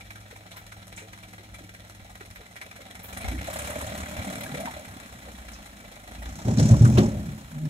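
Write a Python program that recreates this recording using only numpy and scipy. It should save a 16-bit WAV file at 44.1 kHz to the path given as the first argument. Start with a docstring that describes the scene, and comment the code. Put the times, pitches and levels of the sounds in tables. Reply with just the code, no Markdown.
"""A four-cylinder diesel clatters at idle a few metres to the right, then revs twice to pull away.
Each firing knocks on the covers, rings the block and puffs the exhaust. It is a tipper leaving its heap:
soil hisses off the raised bed and clods tumble after it. The tailgate drags over the heap, booms,
swings shut with a bang and groans on its hinges, all over a soft outdoor background."""
import sys
import numpy as np
from scipy import signal
from scipy.fft import rfft, irfft
from scipy.io import wavfile
from scipy.ndimage import uniform_filter1d

SR = 44100
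rng = np.random.default_rng(int(sys.argv[2]) if len(sys.argv) > 2 else 0)


def master(y):
    """Save y as 16-bit WAV."""
    cut = np.clip(np.atleast_2d(y).T, -1, 1)
    pcm = np.round(cut * 32767)  # scale
    wavfile.write(sys.argv[1], SR, pcm.astype(np.int16))


N = 339129
TIME = np.arange(N) / SR
FREQ = np.maximum(np.arange(N // 2 + 1) * SR / N, 1)

# engine speed (time [s], firing rate [Hz])
FIRING_RATE = [(0.0, 19.43), (0.5, 19.52), (2.5, 19.55), (3.0, 21.54), (3.15, 24.56), (3.45, 33.58),
               (3.7, 36.03), (4.25, 37.39), (4.75, 35.89), (5.0, 32.66), (5.6, 28.44), (6.03, 24.99),
               (6.45, 33.05), (6.9, 38.07), (7.2, 35.13), (7.45, 30.05), (7.69, 26.82)]
# spectrum of a hard knock (frequency [Hz], level [dB])
KNOCK_SPECTRUM = [(300, -9.5), (700, 1), (1100, -3), (1600, 3), (2100, 0), (2700, -7), (3700, -6.5),
                  (5500, -7.5), (7000, -11), (9500, -10.5), (11000, -15.5), (13000, -12), (15500, -49)]
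# modes of the steel bed and gate (frequency [Hz], level [dB], t60 [s])
BED_MODES = [(73.7, -25, 0.73), (112, -11.5, 0.33), (120.8, 2, 0.18), (150, 1.5, 0.076), (213.4, 1, 0.29),
             (276, -3.5, 0.22), (350.5, -6.5, 0.36), (367, -6, 0.15), (424, -10, 0.18), (546, -9, 0.44),
             (577, -12, 0.4), (625, -19, 0.25), (724, -4, 0.18), (805, -19, 0.18)]


def diesel(phase):
    """Firings knock on the covers, ring the block and shake the chassis into a drone."""
    # block resonances (frequency [Hz], width [Hz], level [dB])
    block_modes = [(590, 150, 2.5), (673, 82, 1.5), (756, 30, 5.5)]
    # chassis drone (frequency [Hz], level [dB])
    drone_spectrum = [(60, -16), (120, -20), (185, 4.5), (250, 1), (320, -4.5), (420, -37), (700, -34)]
    grit = rfft(colour(noise() * undb(4.3 * walk(900)), KNOCK_SPECTRUM))
    below = lambda hz: 1 / (1 + (FREQ / hz) ** 8)
    clack = irfft(grit * below(1760), N)
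    clack *= knocks(phase, decay_s=0.011, rise_s=0.0015, floor=0.16, spread_db=2.0)
    clatter = irfft(grit * (below(4630) - below(2160)), N)
    clatter *= knocks(phase, decay_s=0.016, rise_s=0.0027, floor=0.12, spread_db=3.3)
    tick = irfft(grit * (1 - below(5200)), N)
    tick *= knocks(phase, decay_s=0.013, rise_s=0.0014, floor=0.08, spread_db=4.5)
    knock = (clack + clatter + tick) * effort(-52, throttle_db=14.5, octave_db=-0.8, away_db_per_s=3)
    block = sum(undb(db) * resonance(hz, width) for hz, width, db in block_modes) * resonance(670, 460)
    blows = noise() * bursts(phase, decay_s=0.03, rise_s=0.00044, floor=0.26, spread_db=3.5)
    ring = shaped(blows, block) * effort(-60, throttle_db=20, octave_db=-1, away_db_per_s=1.9)
    shake = noise() * bursts(phase, decay_s=0.0044, rise_s=0.00031, floor=0.47, spread_db=3.0)
    drone = colour(shake, drone_spectrum)
    drone *= effort(-62, throttle_db=18.5, octave_db=5.5, away_db_per_s=0.5)
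    return covers(knock, t60=0.12, tail_db=-3) + ring + drone


def injection_pings(phase, hz=2050, spread=0.09):
    """Every firing rings the injection gear at a slightly different pitch."""
    firing = phase.astype(int)
    pitch = hz * np.exp(spread * rng.standard_normal(firing.max() + 1))[firing]
    ring = (narrow(width_hz=150) * np.exp(1j * angle(pitch))).real
    strokes = knocks(phase, decay_s=0.013, rise_s=0.0012, floor=0.05, spread_db=4.0)
    return ring * strokes * effort(-62.5, throttle_db=25.5, octave_db=-6.5, away_db_per_s=4)


def exhaust(phase, silencer_hz=57.3, silencer_q=9.5):
    """Firing harmonics swell as they cross the silencer's resonance and boom as the revs climb."""
    # exhaust note (multiple of the firing rate, level [dB])
    harmonics = [(1, -15), (2, 4.5), (3, 12), (4, 10.5), (5, 11), (6, -14)]
    rate, note = curve(FIRING_RATE), 0
    for k, db in harmonics:
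        tuning = k * rate / silencer_hz
        pipe = 1 / np.hypot(1, (tuning - 1 / tuning) * silencer_q)
        gain = undb(db + 3.1 * walk(6.7) + 4.6 * walk(45))
        note += gain * pipe * np.sin(2 * np.pi * (k * phase + rng.random() + 0.02 * k * walk(14)))
    climb_hz_per_s = uniform_filter1d(np.maximum(np.gradient(rate) * SR, 0), size=SR // 10)
    note *= undb(0.244 * climb_hz_per_s)
    return ports(note * effort(-71.5, throttle_db=22, octave_db=19, away_db_per_s=0.9))


def idle_hum(phase):
    """A few clear tones hum along with the idle, slightly roughened by the firings."""
    # hum tones (frequency [Hz], level [dB])
    partials = [(78, -71), (103.8, -51), (156.5, -70), (182, -57), (207.5, -64.5), (312.5, -64)]
    # the hum sinks away on the first rev (time [s], level [dB])
    fade = [(0, -6), (.13, -1), (.3, -7), (.55, -6), (.8, 0), (1.9, -3.5), (2.7, -12), (3.05, -5),
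            (3.5, -30)]
    drift = 1 + 0.0042 * walk(11)
    tones = sum(undb(db + 1.74 * walk(8.74)) * np.sin(angle(hz * (drift + 0.004 * walk(35))))
                for hz, db in partials)
    roughness = bursts(phase, decay_s=0.029, rise_s=0.0056, floor=1.0, spread_db=-1.0)
    return ports(np.sqrt(2) * tones * undb(curve(fade)) * roughness)


def bursts(phase, decay_s, rise_s, floor, spread_db):
    """Envelope with a burst at every firing, over a floor: the steady churn of the gears."""
    # the four cylinders in firing order (strength [dB])
    cylinders = [1.4, 0.8, 2.2, 2.5]
    firing = phase.astype(int)
    age = phase % 1 / curve(FIRING_RATE)
    uneven_db = spread_db * rng.standard_normal(firing.max() + 1)[firing]
    strength = undb(np.array(cylinders)[firing % len(cylinders)] + uneven_db)
    burst = strength * (1 - np.exp(-age / rise_s)) * np.exp(-age / decay_s)
    power = burst ** 2 + floor ** 2
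    return np.sqrt(power / uniform_filter1d(power, size=SR // 4))


def knocks(phase, decay_s, rise_s, floor, spread_db):
    """Envelope with three strokes a firing: injection tick, combustion knock, faint valve seating."""
    # (place in the firing [0-1], level [dB])
    strokes = [(0, -2.5), (.11, -2), (.55, -8.5)]
    power = sum((undb(db) * bursts(phase - place, decay_s, rise_s, floor, spread_db)) ** 2
                for place, db in strokes)
    return unit(np.sqrt(power))


def effort(idle_db, throttle_db, octave_db, away_db_per_s, idle_hz=19.5, pulls_away_s=4.32):
    """Gain of an engine part: it follows throttle and revs, and fades as the truck rolls off."""
    # two pushes of the driver's foot (time [s], throttle [0-1])
    pedal = [(2.55, 0.02), (2.8, 0.2), (3.05, 0.29), (3.24, 0.83), (3.36, 0.68), (3.6, 0.58), (4.1, 0.7),
             (4.62, 0.84), (4.85, 0.38), (6.05, 0.4), (6.17, 0.63), (6.25, 0.71), (6.38, 0.68), (6.9, 0.94),
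             (7.2, 0.73), (7.4, 0.5), (7.69, 0.43)]
    octaves = np.log2(curve(FIRING_RATE) / idle_hz)
    rolling_s = np.maximum(TIME - pulls_away_s, 0)
    return undb(idle_db + throttle_db * curve(pedal) + octave_db * octaves - away_db_per_s * rolling_s)


def covers(x, t60, tail_db):
    """Engine covers ring at a few clear modes over a short, dense metallic tail."""
    # (frequency [Hz], width [Hz], level [dB])
    cover_modes = [(1310, 143, -0.5), (1973, 60, 1), (2200, 46, -18.5), (2327, 36, 5), (3420, 110, -2),
                   (3940, 170, -0.5)]
    age = TIME[:SR // 10]
    tail = rng.standard_normal((3, len(age))) * undb(-60 * age / t60)
    tail /= np.sqrt(np.sum(tail[0] ** 2))
    dense = 1 + undb(tail_db) * rfft(tail, N) * np.minimum(FREQ / 1200, 1)
    clear = 1 + sum(undb(db) * resonance(hz, width) for hz, width, db in cover_modes)
    return irfft(rfft(x) * dense * clear, N) / np.hypot(1, undb(tail_db))


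def metal_clacks():
    """Engine parts and latches clack hard and ring the covers."""
    # (time [s], level [dB], centre [Hz], t60 [s])
    clacks = [(.008, -41, 2290, 0.051), (.105, -37, 2266, 0.036), (.155, -46.5, 1583, 0.14),
              (.310, -42, 1930, 0.041), (.360, -44, 2040, 0.04), (.515, -44.5, 3500, 0.095),
              (.567, -43, 1600, 0.14), (.722, -38.5, 1970, 0.032), (.825, -47, 3560, 0.03),
              (.926, -43, 2098, 0.036), (.975, -44.5, 2248, 0.27), (1.132, -41, 2060, 0.045),
              (1.233, -43, 2460, .045), (1.335, -45.5, 1896, 0.043), (1.544, -43.5, 2200, 0.077),
              (1.692, -41.5, 2130, 0.029), (1.747, -41, 1996, 0.036), (2.153, -46.5, 2190, 0.048),
              (2.207, -42.5, 1620, 0.081), (2.358, -43, 1870, 0.054), (2.5625, -41.5, 2040, 0.098),
              (2.613, -37, 1960, 0.091), (2.712, -39.5, 2050, 0.039), (2.761, -44.5, 1950, 0.066),
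              (2.952, -46, 1930, 0.086), (3.171, -35, 1720, .045), (3.210, -43, 2700, 0.031),
              (3.246, -42, 2370, 0.032), (3.284, -39.5, 2200, 0.049), (3.317, -40, 2200, 0.032),
              (3.444, -37.5, 2300, 0.026), (3.672, -36, 1910, 0.04), (3.755, -34.5, 1880, 0.028),
              (4.165, -40.5, 2180, 0.17), (4.355, -36, 2220, 0.029), (4.435, -34, 2100, 0.043),
              (4.547, -35, 2120, 0.035), (4.655, -35, 1690, 0.084), (4.851, -42, 2200, .05),
              (5.485, -44, 2200, 0.044), (5.96, -48, 2110, .06), (6.075, -45.5, 1980, 0.041),
              (6.225, -41.5, 2080, 0.036)]
    return covers(impacts(clacks, q=2.2, crack=1.0, rise_s=0.0007), t60=0.1, tail_db=-4)


def hollow_clunks():
    """Hollow clunks and short, low booms."""
    # (time [s], level [dB], centre [Hz], t60 [s])
    clunks = [(.32, -49.5, 508, 0.13), (.36, -42.5, 780, 0.032), (.455, -46, 748, 0.09),
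              (.535, -52, 920, 0.16), (1.0, -49.5, 495, 0.29), (1.39, -46.5, 397, 0.1),
              (1.605, -48, 300, 0.25), (2.02, -43.5, 78, 0.14), (2.092, -47.5, 746, 0.11),
              (2.205, -45, 366, 0.13), (2.302, -41.5, 83.3, .12), (2.395, -45.5, 485, 0.11),
              (2.79, -47.5, 530, 0.16), (3.243, -28.5, 60, 0.29), (3.315, -35.5, 245, 0.34),
              (3.48, -33, 637, 0.12), (3.755, -33, 213, 0.071), (3.916, -35.5, 188, 0.24),
              (4.18, -34, 81.7, 0.13), (4.268, -27.5, 190, 0.19), (4.32, -41, 227, 0.3),
              (4.48, -41, 259, 0.22), (4.585, -38, 190, 0.19), (4.668, -30.5, 900, 0.11),
              (4.87, -42.5, 108, 0.36), (5.27, -43, 500, 0.093), (5.965, -44, 720, .08),
              (6.075, -43.5, 724, .08), (7.07, -32, 68, 0.24), (7.19, -35, 67, 0.26)]
    return impacts(clunks, q=2.83, crack=0.1, rise_s=0.0029)


def bed_thuds():
    """Clods and the gate strike the bed; softer blows reach only its low modes."""
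    # (time [s], level [dB], cut-off [Hz])
    blows = [(6.458, -22, 148), (6.473, -18.5, 200), (6.583, -18, 200), (6.613, -13, 130),
             (6.647, -20, 170), (6.71, 1, 108), (6.810, -3, 124), (6.836, -6, 135), (6.877, -16, 210),
             (6.932, -22, 160), (6.977, -11, 410), (7.055, -18, 198), (7.167, -21, 150), (7.285, -30, 186)]
    out = np.zeros(N)
    for start, db, cutoff_hz in blows:
        onset = int(start * SR)
        age, ring = TIME[:min(SR, N - onset)], 0
        for hz, mode_db, t60 in BED_MODES:
            gain = undb(db + mode_db) / np.hypot(1, (hz / cutoff_hz) ** 3)
            pitch = hz * (1 + 0.0053 * rng.standard_normal())
            ring += gain * np.sin(2 * np.pi * pitch * age) * struck(age, 0.0052, t60)
        out[onset:onset + len(age)] += ring
    return ports(out, bearing=0.73)


def gate_hits():
    """The gate strikes stones and then bangs against the bed."""
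    # (time [s], level [dB], centre [Hz], t60 [s])
    hits = [(6.388, -33, 760, 0.066), (6.481, -23.5, 620, 0.055), (6.510, -30.5, 760, 0.05),
            (6.582, -29.5, 4700, 0.085), (6.593, -19, 518, 0.062), (6.596, -24.5, 5800, 0.047),
            (6.686, -26.5, 6050, 0.044), (6.688, -30.5, 570, 0.23), (6.738, -28.5, 910, 0.056),
            (6.851, -26, 1310, 0.07), (6.971, -28.5, 1080, 0.14), (6.972, -30, 2900, 0.13),
            (6.976, -23.5, 353, 0.13), (6.981, -25, 4460, 0.053), (7.02, -33, 400, 0.09)]
    return impacts(hits, q=2.1, crack=0.19, rise_s=0.004)


def bed_rumble():
    """The dragging gate shakes the bed, and the rumble gathers in its modes."""
    # (frequency [Hz], level [dB])
    rumble_spectrum = [(25, -32), (50, -8), (75, -0.5), (120, 5), (210, 2), (280, -6.5), (400, -19),
                       (600, -22), (900, -33), (1500, -31), (4000, -68)]
    modes = sum(abs(resonance(hz, width_hz=13)) ** 2 for hz, _, _ in BED_MODES)
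    rumble = shaped(colour(noise(), rumble_spectrum), np.sqrt(modes + 0.82 ** 2))
    return ports(rumble * dragging("bed", rise_s=0.0033, t60=0.57), bearing=0.66)


def gate_rattle():
    """The gate chatters against its frame and rings its steel panels."""
    # (frequency [Hz], width [Hz], level [dB])
    panel_modes = [(260, 38, 4.5), (366, 150, 1), (576, 116, -2), (760, 210, -9)]
    panels = sum(undb(db) * resonance(hz, width) ** 2 for hz, width, db in panel_modes)
    return shaped(noise(), panels) * undb(2.8 * walk(90)) * dragging("panels", rise_s=0.0056, t60=0.37)


def dragging(layer, rise_s, t60):
    """Envelope of one layer as the gate drags over the heap in jerks."""
    # (time [s], length [s], bed shudder [dB], gravel [dB], panel rattle [dB])
    jerks = [(6.25, 0.2, -60, -51, -67), (6.449, 0.082, -24.5, -43.5, -36.5),
             (6.571, 0.09, -18.5, -35.5, -36.5), (6.693, 0.285, -21, -42.5, -39),
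             (6.969, 0.061, -22, -41.5, -29.5), (7.098, 0.2, -34.5, -71, -61)]
    column = {"bed": 2, "gravel": 3, "panels": 4}[layer]
    return np.sqrt(sum((undb(jerk[column]) * held(*jerk[:2], rise_s, t60)) ** 2 for jerk in jerks))


def hinge_groan(start_s=7.51, hz=158, sag_hz_per_s=40, swell_db_per_s=78):
    """The hinge sticks and slips in a swelling, sagging groan; the gate's sheet rattles along."""
    age = np.maximum(TIME - start_s, 0)
    turn = angle((hz - sag_hz_per_s * age) * (1 + 0.035 * walk(60)))
    sheet = (narrow(width_hz=68)[0] * np.exp(2j * np.pi * 235 * TIME)).real
    groan = np.sqrt(2) * np.sin(turn) + undb(-22) * np.sin(4 * turn) + undb(-7) * sheet
    force = undb(-39 + swell_db_per_s * age) * held(start_s, length_s=0.168, rise_s=0.0017, t60=0.023)
    return ports(groan * force * undb(2 * walk(45)))


def scrapes(phase):
    """Steel drags on earth in hollow, gliding scrapes that growl with the engine's shaking."""
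    # (time [s], length [s], centre [Hz], glide [Hz/s], level [dB])
    rubs = [(3.473, 0.2, 641.5, -300, -42.5), (3.677, 0.28, 597, 97, -40), (4.014, 0.21, 605, 50, -45),
            (4.264, 0.11, 629, -150, -40.5), (4.407, 0.095, 608, -2, -46),
            (4.542, 0.11, 481.4, 1896, -37.5), (4.764, 0.041, 596, 578, -43.5), (6.696, 0.054, 609, 0, -39),
            (6.993, 0.2, 577, 12, -47)]
    carrier = 0
    for start, length, hz, glide, db in rubs:
        pitch = hz + glide * np.clip(TIME - start, 0, length)
        carrier += undb(db) * held(start, length, rise_s=0.0052, t60=0.23) * np.exp(1j * angle(pitch))
    hollow = (narrow(width_hz=94) * carrier).real
    return hollow * bursts(phase, decay_s=0.011, rise_s=0.0032, floor=0.58, spread_db=3.5)


def sliding_soil(phase):
    """Soil lets go of the bed in slides of hiss and lumps, each dying to a trickle."""
    # (time [s], level [dB], build-up [s], fall [dB/s])
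    slides = [(3.05, -45, 0.045, 50), (3.43, -34, 0.081, 18.5), (4.15, -49.5, 0.045, 3), (6.1, -44, 1, 5.5)]
    # (frequency [Hz], level [dB])
    soil_spectrum = [(500, 6), (1500, 12), (2500, 4), (4000, -5), (5400, -17), (7000, 2.5), (9000, -0.5),
                     (11000, -7), (13000, -2), (15500, -17)]
    flow = np.sqrt(sum((undb(db) * held(start, 0, rise_s, 60 / fall)) ** 2
                       for start, db, rise_s, fall in slides))
    return flow * (undb(-1) * grit_hiss(phase, soil_spectrum) + undb(-3.5) * tumbling_lumps(phase))


def gravel(phase):
    """Gravel hisses under each jerk of the gate."""
    # (frequency [Hz], level [dB])
    gravel_spectrum = [(500, 2), (1500, -6), (4000, -7), (5300, 0), (7000, 0.5), (8500, -8), (10000, -15),
                       (12500, -27), (15500, -42)]
    return grit_hiss(phase, gravel_spectrum) * dragging("gravel", rise_s=0.0018, t60=0.47)


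def grit_hiss(phase, spectrum, grains_per_s=4000):
    """Crumbs and grit hiss over the steel, shaken loose in time with the engine."""
    grains = (rng.random(N) < grains_per_s / SR) * undb(4.3 * rng.exponential(size=N).clip(0, 5))
    shaking = knocks(phase, decay_s=0.0067, rise_s=0.0052, floor=0.18, spread_db=4.0)
    return colour(noise() * (grains + 2.4), spectrum) * shaking


def tumbling_lumps(phase, per_band_per_s=70, t60=0.12, tilt_db=-0.55):
    """Lumps tumble as the bed shakes; each size crunches in its own band, small ones a little softer."""
    out, age = 0, TIME[:SR // 20]
    for band, hz in enumerate(np.geomspace(1100, 10000, 7)):
        blows = (rng.random(N) < per_band_per_s / SR) * undb(6.9 * rng.exponential(size=N).clip(0, 2))
        crunch = rng.standard_normal((3, len(age))) * undb(-60 * age / t60)
        crunch = signal.lfilter(*signal.iirpeak(hz, 3.5, fs=SR), crunch)
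        out += undb(tilt_db * band) * unit(signal.oaconvolve(blows[None], crunch, axes=1)[:, :N])
    return unit(out) * knocks(phase, decay_s=0.01, rise_s=0.004, floor=0.45, spread_db=2.0)


def breaking_clods():
    """Big clods crumble as they land on the heap."""
    # (time [s], level [dB], centre [Hz], t60 [s])
    clods = [(3.385, -37, 1900, 0.11), (3.412, -38.5, 2070, .05), (3.565, -42, 2200, .06),
             (3.590, -40, 2300, 0.083), (3.617, -37, 1900, 0.062), (3.643, -40, 2300, .06),
             (3.712, -38, 675, 0.043), (3.757, -41, 614, .06), (3.822, -37, 700, 0.042),
             (3.803, -36, 1080, 0.074), (3.885, -41, 2000, .05), (4.003, -47, 1080, .05),
             (4.032, -39, 1900, .05), (4.059, -34, 1500, .05), (4.215, -34, 2100, .05),
             (4.273, -39, 800, 0.05), (4.627, -45, 780, .06)]
    return gritty(impacts(clods, q=2.0, crack=0.2, rise_s=0.0013), grain_db=5, per_s=330)


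def treble_spits():
    """Brief spits of high hiss."""
    # (time [s], level [dB], centre [Hz], t60 [s])
    spits = [(.563, -51, 13500, .18), (.96, -46.5, 7500, 0.29), (1.542, -44, 8950, .06),
             (2.35, -52, 13500, .1), (2.612, -51, 9000, 0.1), (3.03, -45, 14000, 0.34),
             (3.171, -39, 9000, 0.11), (3.210, -40.5, 9450, 0.077), (3.472, -41, 7540, 0.048),
             (3.531, -36, 9800, 0.094), (3.560, -41, 8500, .05), (3.586, -34, 8560, 0.1),
             (3.618, -39, 8500, .08), (3.643, -39, 9500, .06), (3.702, -31.5, 9050, 0.045),
             (3.785, -40, 9000, 0.063), (3.815, -40.5, 9000, 0.11), (3.865, -39, 7450, 0.071),
             (4.002, -42, 7200, 0.078), (4.031, -42, 8000, .05), (4.084, -42, 6800, 0.062),
             (4.112, -43, 7800, .05), (4.244, -40, 8300, 0.079), (4.272, -44, 8000, 0.07),
             (4.3, -47, 8000, .06), (4.350, -40, 8400, 0.082), (4.404, -41, 13000, 0.062),
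             (4.432, -40.5, 10000, 0.095), (5.53, -47, 5390, 0.2), (6.626, -44, 7800, .06),
             (6.654, -43, 7800, 0.052), (6.711, -41, 8000, 0.055), (6.819, -41, 8500, 0.069),
             (6.846, -39, 8000, 0.12), (6.873, -39, 8000, .06)]
    return gritty(impacts(spits, q=2.15, crack=0.06, rise_s=0.0035), grain_db=1, per_s=900)


def low_flutter(throb_hz=6.9, peak_s=0.37, depth_db=5, limp_db=6):
    """A deep flutter throbs under the engine, strong and weak in turn."""
    low = (narrow(width_hz=14)[0] * np.exp(2j * np.pi * 50 * TIME)).real
    turn = 2 * np.pi * throb_hz * (TIME - peak_s)
    return ports(low * undb(-65.5 + depth_db * np.cos(turn) + limp_db * np.cos(turn / 2)), bearing=0)


def outdoors():
    """A soft, bass-heavy wash of open air."""
    # (frequency [Hz], level [dB])
    air_spectrum = [(25, -35), (50, -19), (85, 10), (130, 0), (200, -2), (420, -11.5), (700, -4),
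                    (1100, -21), (2200, -13), (6000, -17), (15000, -25)]
    return colour(noise(), air_spectrum) * undb(-54.5 + 0.13 * walk(5.5))


def ports(x, bearing=1, lag_s=0.0002853):
    """Two microphone ports: sound from the right reaches the left later; scatter differs in each."""
    # sound that arrives scattered (frequency [Hz], share [0-1])
    scatter = [(60, 0.14), (130, 0), (300, 0.02), (600, 0.06), (1100, 0), (2200, 0.85), (8000, 0.66),
               (15000, 1)]
    lag = np.exp(-2j * np.pi * FREQ * lag_s * bearing * np.array([[1], [0]]))
    if x.ndim == 1:
        return irfft(rfft(x) * lag, N)
    paths, share = rfft(x), np.clip(over_freq(scatter), 0, 1)
    return irfft(paths[0] * lag * np.sqrt(1 - share) + paths[1:] * np.sqrt(share), N)


def impacts(table, q, crack, rise_s):
    """Short noise bursts, each ringing around its own pitch, with a share of broad crack."""
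    out, broad = np.zeros((3, N)), colour(noise(), KNOCK_SPECTRUM)
    age = TIME[:SR // 4]
    for start, db, hz, t60 in table:
        span = slice(int(start * SR), int(start * SR) + len(age))
        b, a = signal.iirpeak(min(hz, SR / 3), q, fs=SR)
        hiss = rng.standard_normal((3, 2 * len(age)))
        ring = signal.lfilter(b, a, signal.lfilter(b, a, hiss))[:, len(age):]
        envelope = struck(age, rise_s, t60)
        blow = unit((unit(ring) + crack * broad[:, span]) * envelope)
        out[:, span] += blow * np.sqrt(np.mean(envelope ** 2)) * undb(db + 3.5)
    return out


def gritty(x, grain_db, per_s):
    """Break a smooth burst up into grains."""
    return x * unit(undb(grain_db * np.clip(walk(per_s), -2, 2)))


def struck(age, rise_s, t60):
    """Envelope of a blow: quick rise, exponential fall."""
    return (1 - np.exp(-age / rise_s)) * undb(-60 * age / t60)


def held(start_s, length_s, rise_s, t60):
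    """Envelope of a rub: attack, hold, release."""
    age = np.maximum(TIME - start_s, 0)
    return (1 - np.exp(-age / rise_s)) * undb(-60 * np.maximum(age - length_s, 0) / t60)


def noise():
    """Three unrelated noises: direct path, left scatter, right scatter."""
    return rng.standard_normal((3, N))


def narrow(width_hz):
    """A narrow band of complex noise around 0 Hz, ready to be carried to any pitch."""
    lowpass = signal.butter(2, width_hz / 2, fs=SR, output="sos")
    return signal.sosfilt(lowpass, noise() + 1j * noise()) / np.sqrt(1.11 * width_hz / SR)


def walk(per_s):
    """Random drift at rms 1."""
    step = int(SR / per_s)
    return unit(uniform_filter1d(np.repeat(rng.standard_normal(N // step + 1), step), step)[:N])


def resonance(hz, width_hz):
    """Response of one resonance, gain 1 at its centre."""
    return 1 / (1 + 1j * (FREQ ** 2 - hz ** 2) / (FREQ * width_hz))


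def colour(x, table):
    """Equalise by a (frequency, level) table, at rms 1."""
    return shaped(x, undb(over_freq(table)))


def shaped(x, response):
    """Filter by a frequency response, at rms 1."""
    return unit(irfft(rfft(x) * response, N))


def over_freq(table):
    """A (frequency, value) table on every bin."""
    hz, value = np.transpose(table)
    return np.interp(np.log(FREQ), np.log(hz), value)


def curve(table):
    """A (time, value) table on every sample."""
    return np.interp(TIME, *np.transpose(table))


def angle(hz):
    """Running phase of a moving pitch, in radians."""
    return 2 * np.pi * np.cumsum(hz) / SR


def unit(x):
    """Scale to rms 1."""
    return x / np.sqrt(np.mean(x ** 2))


def undb(db):
    """Decibels to gain."""
    return 10 ** (np.asarray(db) / 20)


def scene():
    """The truck stands to the right; the thuds and rumble of its bed sit nearer the centre."""
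    phase = 0.088 + np.cumsum(curve(FIRING_RATE)) / SR  # counted in firings
    air = outdoors()
    hits = metal_clacks() + hollow_clunks() + treble_spits() + breaking_clods() + gate_hits()
    earth = gravel(phase) + sliding_soil(phase) + scrapes(phase)
    engine = diesel(phase) + injection_pings(phase)
    right_side = ports(engine + hits + gate_rattle() + earth + air)
    engine_lows = exhaust(phase) + low_flutter() + idle_hum(phase)
    return right_side + engine_lows + bed_thuds() + bed_rumble() + hinge_groan()


def record(dry, dip_hz=4750, top_hz=15650):
    """The sound has a narrow dip in the treble, and its top is cut off."""
    dip_db = -8 * np.exp(-((FREQ - dip_hz) / 270) ** 2)
    heard = irfft(rfft(dry) * undb(dip_db), N)
    return signal.sosfilt(signal.ellip(10, 0.2, 80, top_hz, fs=SR, output="sos"), heard)


dry = scene()
out = record(dry)
master(out)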